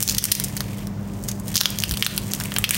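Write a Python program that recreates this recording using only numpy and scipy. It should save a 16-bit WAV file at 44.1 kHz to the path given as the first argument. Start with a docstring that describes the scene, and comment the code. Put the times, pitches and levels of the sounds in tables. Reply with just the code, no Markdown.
"""Peeling a small onion

Fingers peel dry onion skin over a wooden board, close to the microphone in a quiet kitchen.
Each break is a tiny burst of fractures that rings the loose flake; fine crackle and rubbing fill
the gaps, and the hands regrip once with a soft thump. An appliance hums behind, the room answers
briefly, and a limiter ducks after the loudest snaps."""
import sys
import numpy as np
from scipy import signal
from scipy.fft import rfft, irfft, next_fast_len
from scipy.io import wavfile
from scipy.ndimage import uniform_filter1d, minimum_filter1d

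SR = 44100
rng = np.random.default_rng(int(sys.argv[2]) if len(sys.argv) > 2 else 0)


def generate_wav(sig):
    """Save sig (samples, or channels by samples) to the path in sys.argv[1] as 16-bit PCM at SR."""
    pcm = np.round(np.clip(np.atleast_2d(sig).T, -1, 1) * 32767).astype(np.int16)
    wavfile.write(sys.argv[1], SR, pcm)


N = 122157

# skin breaks, levels before trim: t/s, burst decay/s, ring f/Hz, ring/dB, crack/dB, knock/dB
SKIN_BREAKS = [(.0144,0.00059,5330,-30,-29,-45), (.0272,0.00064,5700,-9,-5,-22),
               (.0341,0.00055,5650,-19,-14,-40), (.0781,0.00037,5600,-15.5,-18,-39),
               (.0885,0.00068,4940,-13.5,-22,-29), (.0962,0.00065,5600,-12.5,-17.5,-33),
               (.1084,.0018,4810,-21,-29,-34), (.1155,0.00069,5330,-24,-27,-37),
               (.1236,.0009,4600,-28,-30,-39), (.1484,.0006,4600,-20,-24,-43),
               (.1823,0.00024,5130,-15,-13.5,-28), (.1851,0.00044,5200,-3.5,-6,-41),
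               (.2257,0.00062,5340,-32,-28,-33), (.2408,0.00058,5470,-11.5,-6.5,-41),
               (.2533,0.00076,5800,-18,-11.5,-22), (.3169,0.0021,5160,-8,-8.5,-24),
               (.3186,0.0016,4970,-23,-14,-40), (.3203,.0012,4890,-3,-2,-52),
               (.3514,0.00089,5600,-18.5,-16.5,-52), (.399,.0012,5010,-19.5,-17.5,-29),
               (.4392,.0003,5860,-31.5,-22.5,-52), (.4434,0.00045,5840,-27.5,-20,-38),
               (.4841,.0007,5790,-36,-35,-53), (.5673,0.00053,6350,-36,-25,-32),
               (.5712,.0014,4740,-29,-34,-51), (.5759,0.00021,4870,-27,-30,-41),
               (.6056,0.0015,4400,-18.5,-23,-23.5), (.7835,0.0012,3830,-40,-40,-47),
               (.8707,.0009,5100,-34,-34.5,-41), (1.2384,.0005,7200,-40,-34,-55),
               (1.2855,0.0058,6000,-22.5,-23,-33), (1.3149,0.0029,6200,-29.5,-32,-47),
               (1.3984,.001,6800,-54,-36,-50), (1.4807,.0018,4800,-31.5,-30,-49),
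               (1.543,.0003,4380,-27,-30,-48), (1.5473,0.00093,5100,-27,-31,-48),
               (1.5556,.0018,5100,-13,-22.5,-26.5), (1.5594,.0022,5230,-20,-20,-28),
               (1.5678,0.00025,4900,-2,-7,-21), (1.5782,0.00019,5030,-4.5,-17,-33),
               (1.5874,0.00047,4800,-17,-22,-35), (1.602,0.00055,4760,-22,-30,-32),
               (1.607,0.00055,5040,-12,-26,-24), (1.6113,0.00086,4200,-0.5,-6.5,-9),
               (1.6343,.0006,4400,-17.5,-23,-48), (1.6566,0.0007,3700,-3.5,-14,-13),
               (1.7036,.001,4900,-33,-24.5,-41), (1.787,0.00052,5200,-20.5,-22.5,-48),
               (1.802,0.00026,6200,-24,-28.5,-38), (1.823,0.00035,4740,-24.5,-30,-45),
               (1.837,0.00079,3580,-7.5,-14,-17.5), (1.8933,.0008,5870,-28,-27,-56),
               (1.9114,0.00035,4640,-18.5,-22,-27), (1.9206,0.00044,4190,-27,-25.5,-37),
               (1.939,0.00041,3650,-21.5,-26,-33), (1.972,0.00087,4080,-21.5,-25,-32),
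               (2.0246,.0005,3250,-2,-11.5,-20), (2.047,.0011,6500,-19,-28,-33),
               (2.055,0.00036,6360,-24,-37,-48), (2.0646,.0006,3580,-2.5,-8,-9),
               (2.1638,.0004,3650,-36,-29,-40), (2.1781,0.00045,4300,-16,-17,-28.5),
               (2.3183,.0004,6300,-26.5,-37,-44), (2.3357,0.00016,5100,-19,-19,-31),
               (2.3495,.0003,6760,-35,-28,-50), (2.4009,0.00064,5300,-24.5,-25,-29.5),
               (2.41,0.0015,2600,-35.5,-35,-27), (2.4373,0.00098,5400,-30.5,-27,-37),
               (2.4555,0.0024,2630,-30.5,-31,-38), (2.5196,0.00072,2970,-27,-34,-26.5),
               (2.5637,0.00032,3250,-16,-24,-20), (2.585,0.00089,3370,-18.5,-13,-20),
               (2.6411,0.00028,3170,-4.5,-12.5,-17), (2.692,0.00043,5300,-18.5,-21,-28),
               (2.7084,0.00066,2640,-15.5,-11,-26), (2.7454,0.00045,3480,-18.5,-19.5,-34),
               (2.7528,0.00034,4630,-21,-26,-26)]
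# crackle as the skin is bent and pulled: t/s, level/dB
CRACKLE_ENVELOPE = [(0, -30.5), (.12, -29.5), (.29, -54), (.42, -55), (.52, -42), (.8, -44.5), (.92, -61),
                    (1.2, -47.5), (1.27, -39.5), (1.42, -55), (1.48, -35.5), (1.58, -30.5), (1.75, -39),
                    (1.95, -35), (2.27, -38.5), (2.45, -36.5), (2.67, -43), (2.75, -26)]
# flake resonances: f/Hz, relative level/dB
FLAKE_MODES = [(1700, -8), (3200, -11.5), (4800, 4.5), (6800, -8), (9000, 0.5), (12000, 12), (14500, -9)]
# fingertips sliding on the skin: t/s, level/dB
RUB_ENVELOPE = [(0, -45), (.13, -40.5), (.29, -33.5), (.37, -35.5), (.5, -43.5), (.83, -42.5), (.86, -57),
                (1.21, -54), (1.245, -53), (1.32, -39), (1.35, -69), (1.44, -62), (1.48, -43),
                (1.75, -39.5), (2.14, -47), (2.27, -43.5), (2.45, -38.5), (2.69, -45), (2.73, -26.5)]
# rubbing spectrum: f/Hz, relative density/dB
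RUB_SPECTRUM = [(200, -38), (900, -1.5), (2000, 11.5), (4000, 11.5), (7000, 1.5), (10500, -0.5),
                (12500, 10), (16000, -10)]
# grip shift: t/s, 1/e half-width/s, level/dB
GRIP_THUMPS = [(1.918, .035, -25)]
# thump spectrum: f/Hz, relative density/dB
THUMP_SPECTRUM = [(20, -19.5), (42, -6), (70, 3), (130, -4), (200, -21), (500, -48), (2000, -80)]
# appliance tones: f/Hz, level/dB
HUM_TONES = [(100, -39), (171.5, -44.5), (199.6, -34), (300.5, -51), (399.5, -53)]
# steady room noise: f/Hz, relative density/dB
RUSH_SPECTRUM = [(20, -34), (35, -18.5), (52, 1.5), (78, -17.5), (105, 2.5), (135, -2), (190, -7),
                 (250, -12), (450, -19), (700, -19), (1000, -18.5), (1600, -31), (2500, -39), (5000, -36.5),
                 (9000, -48.5), (16000, -42)]
# colour of the reflections: f/Hz, relative density/dB
ECHO_SPECTRUM = [(300, 0.5), (1500, 4.5), (3400, 2), (6000, 3), (10000, 0.5), (16000, -3.5)]
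# microphone response: f/Hz, gain/dB
MIC_RESPONSE = [(600, 0), (800, -5), (1300, -4), (1650, -0.5), (1900, 1), (3200, -1.5), (3900, -6),
                (4700, -4.5), (6800, 0.5), (7700, 0), (8900, 1), (10400, -6), (11800, -3.5), (14000, -6),
                (16000, 2)]

RING_TRIM_DB, CRACK_TRIM_DB, KNOCK_TRIM_DB = 3, 5.5, 2
CRACK_HZ, KNOCK_HZ = 10940, 1534
EARLY_GAP_S, EARLY_T60_S, EARLY_DB = 0.0013, 0.041, -9.5  # reflections off hands and board


def snaps():
    """Each break, a dying burst of fractures scattered by the hands, drives a ring, crack and knock."""
    lead_s, level_window_s = 0.001, 0.0035
    out = np.zeros(N + SR)
    t = np.arange(SR // 25) / SR - lead_s
    scatter = decay(t, EARLY_GAP_S, EARLY_T60_S)
    for start_s, decay_s, ring_hz, ring_db, crack_db, knock_db in SKIN_BREAKS:
        fracture = np.exp(-t / decay_s) * (t >= 0)
        envelope = np.hypot(unit(fracture), undb(EARLY_DB) * unit(scatter))
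        burst = whiten(rng.standard_normal(len(t)) * envelope)
        i = max(int((start_s - lead_s) * SR), 0)
        for hz, q1, q2, db in ((ring_hz, 1.31, 0.88, ring_db + RING_TRIM_DB),  # flake ring
                               (CRACK_HZ, 1, 0.28, crack_db + CRACK_TRIM_DB),  # treble crack
                               (KNOCK_HZ, 1, 0.6, knock_db + KNOCK_TRIM_DB)):  # hollow knock
            band = resonate(resonate(burst, hz, q1), hz, q2)
            out[i:i + len(t)] += band * undb(db) * np.sqrt(level_window_s * SR / np.sum(band ** 2))
    return out[:N]


def crackle(rate_per_s=800, spread_db=4.2):
    """Small fractures, most faint and a few strong, each shared unevenly among the flakes."""
    size = np.minimum(rng.exponential(size=N), 4)
    fractures = (rng.random(N) < rate_per_s / SR) * undb(spread_db * size)
    flakes = sum(undb(db) * unit(resonate(fractures * rng.standard_normal(N), hz, q=0.53))
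                 for hz, db in FLAKE_MODES)
    return unit(flakes) * curve(CRACKLE_ENVELOPE)


def rubbing(rough_db=3.5, rough_per_s=220):
    """Papery hiss of fingertips that catch and slip."""
    hiss = noise(RUB_SPECTRUM) * undb(rough_db * drift(rough_per_s))
    return unit(hiss) * curve(RUB_ENVELOPE)


def grip_thump():
    """Dull swell as the hands regrip."""
    t = np.arange(N) / SR
    swell = sum(undb(db) * np.exp(-((t - at_s) / width_s) ** 2) for at_s, width_s, db in GRIP_THUMPS)
    return noise(THUMP_SPECTRUM) * swell


def appliance(waver_db=0.5, waver_rad=0.24, rush_db=-31.5):
    """Slightly wavering hum over a low steady rush."""
    t = np.arange(N) / SR
    hum = np.zeros(N)
    for hz, db in HUM_TONES:
        amplitude = np.sqrt(2) * undb(db + waver_db * drift(5.1))
        phase_rad = 2 * np.pi * (hz * t + rng.random()) + waver_rad * drift(3.8)
        hum += amplitude * np.sin(phase_rad)
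    return hum + undb(rush_db) * noise(RUSH_SPECTRUM)


def echo(x, gap_s, t60_s, level_db):
    """Dense reflections that start after a gap and die away."""
    tail = noise(ECHO_SPECTRUM) * decay(np.arange(N) / SR, gap_s, t60_s)
    return undb(level_db) * signal.fftconvolve(x, tail / np.sqrt(np.sum(tail ** 2)))[:N]


def microphone(x):
    """Microphone colour as a minimum-phase filter."""
    cepstrum = irfft(np.log(bin_gains(MIC_RESPONSE, 1024)))
    half = len(cepstrum) // 2
    causal = np.r_[cepstrum[0], 2 * cepstrum[1:half], np.zeros(half)]
    impulse_response = irfft(np.exp(rfft(causal)))
    return signal.fftconvolve(x, impulse_response)[:N]


def limiter(x, release_s=0.029):
    """Gain ducks at peaks over full scale, then recovers; any excess clips."""
    fade = np.arange(N) / SR / release_s
    overshoot = np.maximum(np.abs(x) - 1, 1e-9)
    held = np.exp(np.maximum.accumulate(np.log(overshoot) + fade) - fade)
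    gain = uniform_filter1d(minimum_filter1d(1 / (1 + held), size=45), size=45)  # 1 ms smoothing
    return np.clip(x * gain, -1, 1)


def undb(db):
    """Decibels to gain."""
    return 10 ** (np.asarray(db) / 20)


def unit(x):
    """Scale to rms 1."""
    return x / np.sqrt(np.mean(x ** 2))


def curve(points):
    """Gain over time from (t/s, level/dB) points."""
    return undb(np.interp(np.arange(N) / SR, *np.array(points).T))


def decay(t, gap_s, t60_s):
    """Exponential fall, muted until the gap ends."""
    return np.exp(-np.log(1000) * t / t60_s) * (t > gap_s)


def bin_gains(points, n):
    """Gains for an n-point FFT from (f/Hz, level/dB) points."""
    hz, db = np.array(points).T
    bin_hz = np.maximum(np.fft.rfftfreq(n, 1 / SR), 1)
    return undb(np.interp(np.log(bin_hz), np.log(hz), db))


def noise(points):
    """Noise of rms 1 shaped by (f/Hz, density/dB) points."""
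    n = next_fast_len(N, True)
    spectrum = rfft(rng.standard_normal(n)) * bin_gains(points, n)
    return unit(irfft(spectrum, n)[:N])


def drift(rate_per_s):
    """Smooth random drift of rms 1."""
    hold = int(SR / rate_per_s)
    steps = np.repeat(rng.standard_normal(N // hold + 1), hold)
    return unit(uniform_filter1d(steps, hold)[:N])


def resonate(x, hz, q):
    """One damped resonance."""
    w = 2 * np.pi * hz / SR
    a = np.sin(w) / (2 * q)
    return signal.lfilter([a, 0, -a], [1 + a, -2 * np.cos(w), 1 - a], x)


def whiten(x):
    """Flatten a burst's broad tilt, keep its fine grain."""
    spectrum = rfft(x)
    smooth_power = uniform_filter1d(np.abs(spectrum) ** 2, size=90)
    return irfft(spectrum / np.sqrt(smooth_power + 1e-12), len(x))


def scene():
    """Skin, near and far reflections, hands and appliance; mono."""
    fine = crackle()
    skin = snaps() + fine + echo(fine, EARLY_GAP_S, EARLY_T60_S, EARLY_DB) + rubbing()
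    kitchen = echo(skin, gap_s=0.006, t60_s=0.41, level_db=-17)
    return (skin + kitchen + grip_thump() + appliance())[None]


def record(dry):
    """Microphone, limiter, steep low-pass."""
    cutoff_hz = 15800
    lowpass = signal.ellip(10, 0.2, 70, cutoff_hz, fs=SR, output="sos")
    return signal.sosfilt(lowpass, limiter(microphone(dry[0])))[None]


dry = scene()
out = record(dry)
generate_wav(out)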